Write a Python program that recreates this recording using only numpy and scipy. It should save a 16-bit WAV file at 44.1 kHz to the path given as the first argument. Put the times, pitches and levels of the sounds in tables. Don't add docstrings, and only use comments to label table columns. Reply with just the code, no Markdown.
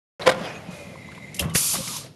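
import sys
import numpy as np
from scipy import signal
from scipy.fft import rfft, irfft, next_fast_len
from scipy.io import wavfile

SR = 44100
rng = np.random.default_rng(int(sys.argv[2]) if len(sys.argv) > 2 else 0)


def volts_from_decibels(level):
    exponent = np.asarray(level, float) / 20
    return 10 ** exponent


def transcribe(signal):
    frames = np.atleast_2d(signal).T
    limited = np.clip(frames, -1, 1)
    pcm = np.round(limited * 32767).astype(np.int16)
    wavfile.write(sys.argv[1], SR, pcm)


N = 94815

# frequency [Hz], level [dB per Hz].
FLOOR_COLOUR = [(50, -26), (80, -0.5), (140, 3), (217, -5), (600, -9), (1540, -28), (3180, -22),
                (12000, -32)]
FLOOR_DB, HUM_HZ, HUM_WIDTH_HZ, HUM_DB = -46, 166, 154, -45.5

# start [s], length
# [s], level [dB], first pitch [Hz], last pitch [Hz].
SQUEAKS = [(0.17, 0.32, -38, 172, 172), (.19, .07, -38, 520, 650), (0.52, 0.07, -46, 2450, 2520),
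           (.21, 0.026, -39, 3900, 4000), (0.238, 0.009, -43, 4000, 4000), (0.43, 0.042, -39.5, 3280, 3040),
           (0.425, 0.065, -48, 4800, 5000), (0.44, .08, -42, 2560, 2440), (0.49, 0.03, -51, 5300, 5400),
           (.54, .05, -53, 6700, 6400), (.465, .025, -46, 1550, 1550), (0.41, 0.1, -40, 620, 600),
           (0.66, 0.31, -50, 2500, 2400), (0.66, 0.36, -46, 600, 540), (1.396, 0.2, -45, 1150, 1120),
           (1.47, .08, -35, 165, 163), (1.495, .02, -46, 2000, 2100), (1.48, .055, -49, 3100, 2900),
           (1.49, .03, -52, 3700, 3700), (1.775, .055, -40, 540, 550), (1.787, 0.08, -48, 1180, 1100),
           (1.873, .05, -43, 1230, 1200), (1.925, .065, -45, 1060, 1100), (2.0, .035, -51, 1150, 1150),
           (1.86, .065, -41, 170, 165), (.405, .025, -36, 190, 200)]
SQUEAK_SHARPNESS, SQUEAK_STEADY = 32, .9

# time [s], level [dB].
ROLL_LEVEL = [
    (.195, -38),
    (.25, -35),
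    (.36, -41),
    (.45, -34),
    (.53, -39.5),
    (.7, -44.5),
    (.85, -48.5),
    (1.0, -55.5),
    (1.39, -55),
]
# frequency [Hz], level [dB per Hz].
ROLL_COLOUR = [(250, -7), (590, 1), (900, -5), (2490, -11.5), (3740, -18.5), (5090, -20), (8000, -31),
               (12000, -32)]
GRAINS_PER_S, GRAIN_SHARE = 1200, 0.78

# time [s], level [dB].
JOLTS = [(.1960, -37), (.2120, -28), (.2190, -33), (.2290, -29), (.2590, -23.5), (.2640, -12), (.2680, -7),
         (.2738, -4.5), (.2770, -12), (.2878, -17), (.2918, -9.5), (.2965, -10.5), (.2995, -14.5),
         (.3050, -32), (.3140, -17), (.3200, -18.5), (.3270, -32), (.3340, -40), (.3450, -26.5)]
# frequency [Hz], level [dB], 60 dB decay [s].
TRAY_MODES = [(526, -0.5, 0.054), (644, -5.5, 0.042), (720, -5.5, 0.1), (1016, -8.5, 0.053),
              (1205, -4, 0.035), (1406, -8, 0.059), (1587, -9.5, 0.026), (1920, -3, 0.024),
              (2166, -1, 0.019), (2600, -32, 0.022), (3240, -6, 0.011)]
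# frequency [Hz], level [dB per Hz].
TRAY_CRACK = [(250, -10), (600, 0), (2200, -9), (4000, -14.5), (7500, -22), (12000, -29)]
TRAY_DB, TRAY_CRACK_DB, TRAY_CRACK_T60_S = -13.5, -4, 0.022
CRACK_RISE_S = 0.00066

# time [s], level [dB].
TICKS = [(.2185, -38.5), (.449, -42), (.5524, -46), (1.1161, -41.5), (1.148, -40.5), (1.177, -49),
         (1.425, -31), (1.439, -37), (1.497, -50), (1.512, -46), (1.5488, -20.5), (1.5555, -20),
         (1.7385, -31), (1.754, -32.5), (1.766, -34.5), (1.875, -32), (1.884, -50), (2.046, -50),
         (2.062, -44)]
# frequency [Hz], level [dB per Hz].
TICK_CRACK = [(900, -10), (1300, -1.5), (2100, 4), (3200, -3.5), (5000, -11.5), (7000, -17.5), (11000, -12)]
TICK_T60_S = 0.043

# time [s], level [dB], pitch [Hz], 60 dB decay [s].
KNOCKS = [(0.219, -27.5, 3950, 0.037), (.45, -35.5, 2030, 0.064), (.553, -40, 2550, 0.029),
          (.688, -35, 181, 0.11), (.955, -35, 1000, 0.036), (1.086, -38, 1020, 0.032),
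          (1.121, -39, 1548, 0.028), (1.176, -38, 1020, 0.04), (1.388, -26, 2860, 0.03),
          (1.3935, -15, 2900, 0.035), (1.398, -23, 3170, 0.11), (1.401, -28, 555, .1),
          (1.456, -26, 164, 0.6), (1.554, -19.5, 492, 0.027), (1.735, -32, 950, 0.025),
          (1.739, -31, 820, 0.03), (1.744, -29, 690, 0.045), (1.752, -31, 1142, 0.038),
          (1.757, -33, 620, .04), (1.757, -34, 400, .04), (1.736, -34.5, 174, 0.11),
          (1.768, -30, 160, 0.14), (1.785, -30.5, 183, .12), (1.803, -34.5, 166.5, 0.074),
          (1.783, -32.5, 524, 0.14), (1.874, -39, 1205, 0.12), (1.932, -38.5, 1030, 0.072),
          (1.963, -39.5, 957, 0.07), (2.046, -38, 573, 0.056), (2.062, -41, 696, 0.058)]
KNOCK_PUFF_DB, KNOCK_SPREAD, KNOCK_RISE_S = -0.5, 0.23, 0.0012

# frequency [Hz], width [Hz], level [dB].
WHISTLE_TONES = [(2075, 170, -4.5), (2336, 530, -13), (3860, 170, -19.5), (7000, 400, -24)]
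# time [s], level [dB].
WHISTLE_LEVEL = [
    (.55, -57),
    (.85, -48),
    (1.05, -44),
    (1.385, -42.5),
    (1.40, -43),
    (1.56, -77),
]
WHISTLE_FLUTTER_DB, WHISTLE_FLUTTER_PER_S = 1.5, 30

# frequency [Hz], level [dB per Hz].
LEAK_COLOUR = [(3000, -5.5), (6840, -7.5), (8090, -10), (12000, -12)]
LEAK_S, LEAK_DB, LEAK_HOLD_S, LEAK_T60_S = .705, -49, 0.084, 0.74

# time [s], level [dB].
SNAPS = [(1.3440, -20.5), (1.3640, -24.5), (1.3935, -8), (1.408, -25), (1.425, -42), (1.445, -35),
         (1.497, -35.5), (1.5485, -11), (1.556, -17), (1.877, -18), (1.965, -18.5)]
# frequency [Hz], level [dB], 60 dB decay [s].
VALVE_MODES = [(3900, -12, .015), (5255, -9, .02), (6130, -9, .022), (7477, -12, .015), (8540, -12, .018),
               (10530, -9, .012), (11400, -9, .012)]
# frequency [Hz], level [dB per Hz].
VALVE_CRACK = [(2300, -9), (3000, -10), (4100, -13.5), (6000, -8), (8000, -8), (12000, -8)]
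VALVE_DB, VALVE_CRACK_DB, VALVE_CRACK_T60_S = -10, -12, 0.08

# time [s], level [dB].
THUMPS = [
    (1.406, -30),
    (1.411, -29),
    (1.422, -32.5),
    (1.434, -33.5),
    (1.446, -35),
]
# frequency [Hz], level [dB], 60 dB decay [s].
FRAME_MODES = [(84.7, -1, 0.16), (138, -1, 0.062), (164, -12, 0.9), (552, -7, 0.1)]
# frequency [Hz], level [dB per Hz].
PANEL_THUD = [(120, 6.5), (300, -1), (600, -5.5), (1400, -14.5), (2500, -26)]
THUD_DB, THUD_T60_S = -6.5, 0.29

# time [s], level [dB].
VENT_LEVEL = [
    (1.536, -45.5),
    (1.548, -30),
    (1.556, -17.5),
    (1.6, -21.5),
    (1.74, -22.5),
    (1.8, -34),
    (1.86, -33.5),
    (1.97, -32.5),
    (2.11, -56.5),
]
# frequency [Hz], level [dB per Hz].
VENT_FULL = [(700, -17), (1300, -8), (1800, -33), (2100, -7.5), (4190, -5), (6180, 0.5), (12000, 1)]
# frequency [Hz], level [dB per Hz].
VENT_WEAK = [(1000, -4.5), (1980, -13.5), (2730, -4), (5340, -1.5), (12000, -4)]
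# frequency [Hz], level [dB per Hz].
VENT_DYING = [(1000, 2), (1900, -3), (2730, -5), (5000, 1.5), (7000, -11), (12000, -23)]
# frequency [Hz], width [Hz], level [dB].
MUFFLER = [(4580, 110, 1), (5200, 120, -3), (5940, 70, -3), (7050, 100, 1), (9240, 90, 2), (9800, 80, 1),
           (10300, 70, 1), (10640, 100, 3), (11700, 70, 2)]
MUFFLER_DB, AIR_PATCHY_DB = -18, .8
VENT_CLOSES_S, VENT_CLOSING_S = 1.75, 0.014
VENT_DULLS_S, VENT_DULLING_S = 2.002, 0.1

SHARED_FLICKER = .5
ROOM_T60_S, ROOM_DB, WALL_CUT_HZ = 0.46, -24, 5300
START_S, FADE_S, FADE_DB_PER_S = .1955, 2.066, -84
OVERLOAD, BASS_CUT_HZ, DIP_HZ, TREBLE_CUT_HZ = .9, 59.4, 8000, 12050


def rms_one(x):
    return x / np.sqrt(np.mean(x ** 2) + 1e-20)


def clock():
    return np.arange(N) / SR


def level(rows):
    s, db = np.transpose(rows)
    return volts_from_decibels(np.interp(clock(), s, db)) * (clock() >= s[0])


def ramp(start_s, length_s):
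    return np.clip((clock() - start_s) / length_s, 0, 1)


def high_pass(x, order, hz):
    return signal.sosfilt(signal.butter(order, hz, "high", fs=SR, output="sos"), x)


def drift(rate):
    r = np.exp(-80 * np.pi * rate / SR)
    white = rng.standard_normal(N // 40 + 2002)
    slow = signal.lfilter([1], [1, -2 * r, r * r], white)[2000:]
    return np.interp(np.arange(N) / 40, np.arange(len(slow)), rms_one(slow - slow.mean()))


def coloured(spectrum, patchy_db, source=None):
    hz, db = np.transpose(spectrum)
    white = rng.standard_normal((2, N)) if source is None else [source, -source]
    edges = 28 * 2 ** np.arange(0, 9.1, 1 / 3)
    together, out = drift(4.0), 0
    for k, (low, high) in enumerate(zip(edges, edges[1:])):
        centre = np.sqrt(low * high)
        if .8 * hz[0] < centre < 1.15 * hz[-1]:
            band = signal.sosfilt(signal.butter(2, [low, high], "band", fs=SR, output="sos"), white[k % 2])
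            flicker_db = patchy_db * (SHARED_FLICKER * together + drift(14))
            out = out + volts_from_decibels(np.interp(np.log(centre), np.log(hz), db) + flicker_db) * band
    return rms_one(out)


def narrow(hz, width_hz):
    r = np.exp(-np.pi * width_hz / SR)
    poles = [1, -2 * r * np.cos(2 * np.pi * hz / SR), r * r]
    once = signal.lfilter([1], poles, rng.standard_normal(N))
    return rms_one(signal.lfilter([1, 0, -1], poles, once))


def struck(events, modes, chatter_s, spread_db=4.5, count=4):
    draw = rng.random((len(events), count)) * (np.arange(count) > 0)
    s, db = np.transpose(events)[:2, :, None]
    at = ((s + draw * chatter_s) * SR).astype(int).ravel()
    touch_db = (db - 6 * draw).ravel()
    out = np.zeros(N)
    for hz, mode_db, t60 in modes:
        clicks = np.full(N, 1e-18)
        strength_db = touch_db + mode_db + spread_db * rng.standard_normal(len(at))
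        np.add.at(clicks, at, volts_from_decibels(strength_db))
        r, w = volts_from_decibels(-60 / (t60 * SR)), 2 * np.pi * hz / SR
        out += signal.lfilter([0, np.sin(w)], [1, -2 * r * np.cos(w), r * r], clicks)
    return out


def crack(events, spectrum, t60):
    s, db = np.transpose(events)
    kicks = np.zeros(N)
    np.add.at(kicks, (s * SR).astype(int), volts_from_decibels(db))
    rise = np.exp(-1 / (CRACK_RISE_S * SR))
    poles = np.convolve([1, -volts_from_decibels(-60 / (t60 * SR))], [1, -rise])
    return signal.lfilter([1 - rise], poles, kicks) * coloured(spectrum, patchy_db=0.5)


def workshop_floor():
    noise = volts_from_decibels(FLOOR_DB) * coloured(FLOOR_COLOUR, patchy_db=-1.0)
    return noise + volts_from_decibels(HUM_DB) * narrow(HUM_HZ, HUM_WIDTH_HZ)


def squeak(s, length, db, first_hz, last_hz):
    done = np.linspace(0, 1, int(length * SR))
    r = np.exp(-np.pi * max(first_hz / SQUEAK_SHARPNESS, 60) / SR)
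    wobble = rms_one(signal.lfilter([1], [1, -r], rng.standard_normal((2, len(done)))))
    carrier = np.exp(2j * np.pi * np.cumsum(first_hz + (last_hz - first_hz) * done) / SR)
    tone = (carrier * (SQUEAK_STEADY + wobble[0] + 1j * wobble[1])).real
    swell = np.abs(np.sin(np.pi * done)) ** .5
    out, start = np.zeros(N), int(s * SR)
    out[start:start + len(done)] = volts_from_decibels(db) * swell * rms_one(tone)
    return out


def rolling():
    hit = rng.random(N) < GRAINS_PER_S / SR
    size_db = 1.5 * np.minimum(rng.exponential(1, N), 5)
    grit = hit * volts_from_decibels(size_db) * rng.choice([-1, 1], N)
    source = rng.standard_normal(N) + GRAIN_SHARE * rms_one(grit)
    stop = np.clip((ROLL_LEVEL[-1][0] + 0.15 - clock()) / 0.059, 0, 1)
    return level(ROLL_LEVEL) * stop * volts_from_decibels(1.0) * coloured(ROLL_COLOUR, patchy_db=2.0, source=source)


def tray_rattle():
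    ring = volts_from_decibels(TRAY_DB) * struck(JOLTS, TRAY_MODES, 0.003836)
    noise = volts_from_decibels(TRAY_CRACK_DB) * crack(JOLTS, TRAY_CRACK, TRAY_CRACK_T60_S)
    return high_pass(ring + noise, 2, 200)


def knock(s, db, hz, t60):
    since = np.maximum(clock() - s, 0)
    rise = np.minimum(since / KNOCK_RISE_S, 1)
    puff = volts_from_decibels(db + KNOCK_PUFF_DB - 60 * since / min(t60, .06)) * rise * narrow(hz, KNOCK_SPREAD * hz)
    chatter_s = 4 / hz * (hz > 300)
    return puff + struck([(s, db)], [(hz, -9, t60)], chatter_s, spread_db=2.0)


def seal_whistle():
    whistle = sum(volts_from_decibels(db) * narrow(hz, width_hz) for hz, width_hz, db in WHISTLE_TONES)
    flutter = volts_from_decibels(WHISTLE_FLUTTER_DB * drift(WHISTLE_FLUTTER_PER_S))
    return level(WHISTLE_LEVEL) * flutter * whistle


def air_leak():
    since = clock() - LEAK_S
    fall_db = 60 * np.maximum(since - LEAK_HOLD_S, 0) / LEAK_T60_S
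    return volts_from_decibels(LEAK_DB - fall_db) * ramp(LEAK_S, 0.0051) * coloured(LEAK_COLOUR, patchy_db=0.5)


def valve_snaps():
    ring = volts_from_decibels(VALVE_DB) * struck(SNAPS, VALVE_MODES, 0.00293)
    noise = volts_from_decibels(VALVE_CRACK_DB) * crack(SNAPS, VALVE_CRACK, VALVE_CRACK_T60_S)
    return high_pass(ring + noise, 3, 2200)


def frame_thumps():
    ring = struck(THUMPS, FRAME_MODES, 0.00074, spread_db=1.0, count=2)
    return ring + volts_from_decibels(THUD_DB) * crack(THUMPS, PANEL_THUD, THUD_T60_S)


def vent_punch():
    return struck([(1.5525, -10)], [(160, 0, .035)], chatter_s=0, spread_db=0, count=1)


def vent():
    muffler = sum(volts_from_decibels(MUFFLER_DB + db) * narrow(hz, width_hz) for hz, width_hz, db in MUFFLER)
    full = rms_one(coloured(VENT_FULL, AIR_PATCHY_DB) + muffler)
    dull = ramp(VENT_DULLS_S, VENT_DULLING_S)
    weak = np.sqrt(1 - dull) * coloured(VENT_WEAK, AIR_PATCHY_DB)
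    weak = weak + np.sqrt(dull) * coloured(VENT_DYING, AIR_PATCHY_DB)
    shut = ramp(VENT_CLOSES_S, VENT_CLOSING_S)
    return level(VENT_LEVEL) * (np.sqrt(1 - shut) * full + np.sqrt(shut) * volts_from_decibels(0.56) * weak)


def room(x):
    size = next_fast_len(N + SR)
    turn = np.exp(-2j * np.pi * np.arange(size // 2 + 1) / size)
    dull = np.exp(-2 * np.pi * WALL_CUT_HZ / SR)
    wall = (1 - dull) / (1 - dull * turn)
    response = 0
    for k, lag in enumerate((rng.uniform(.01, .035, size=10) * SR).astype(int)):
        loop = volts_from_decibels(-60 * lag / SR / ROOM_T60_S) * turn ** lag * wall
        response = response + (-1) ** k * loop / (1 - loop)
    return irfft(rfft(x, size) * response, size)[:N]


def scene():
    rails = rolling() + sum(squeak(*row) for row in SQUEAKS) + seal_whistle()
    hits = tray_rattle() + crack(TICKS, TICK_CRACK, TICK_T60_S) + sum(knock(*row) for row in KNOCKS)
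    hits = hits + valve_snaps() + frame_thumps()
    air = air_leak() + vent_punch() + vent()
    return (workshop_floor() + rails + hits + volts_from_decibels(ROOM_DB) * room(hits) + air)[None]


def top_cut(x):
    return signal.sosfilt(signal.butter(12, 13340, fs=SR, output="sos"), x)


def record(dry):
    x = OVERLOAD * np.tanh(dry / OVERLOAD)
    fade = volts_from_decibels(FADE_DB_PER_S * np.maximum(clock() - FADE_S, 0))
    x = x * fade * (clock() >= START_S)
    x = high_pass(x, 4, BASS_CUT_HZ)
    x = signal.lfilter(*signal.iirnotch(DIP_HZ, 40, SR), x)
    x = signal.sosfilt(signal.ellip(14, .5, 70, TREBLE_CUT_HZ, fs=SR, output="sos"), x)
    return top_cut(x)


dry = scene()
out = record(dry)
transcribe(out)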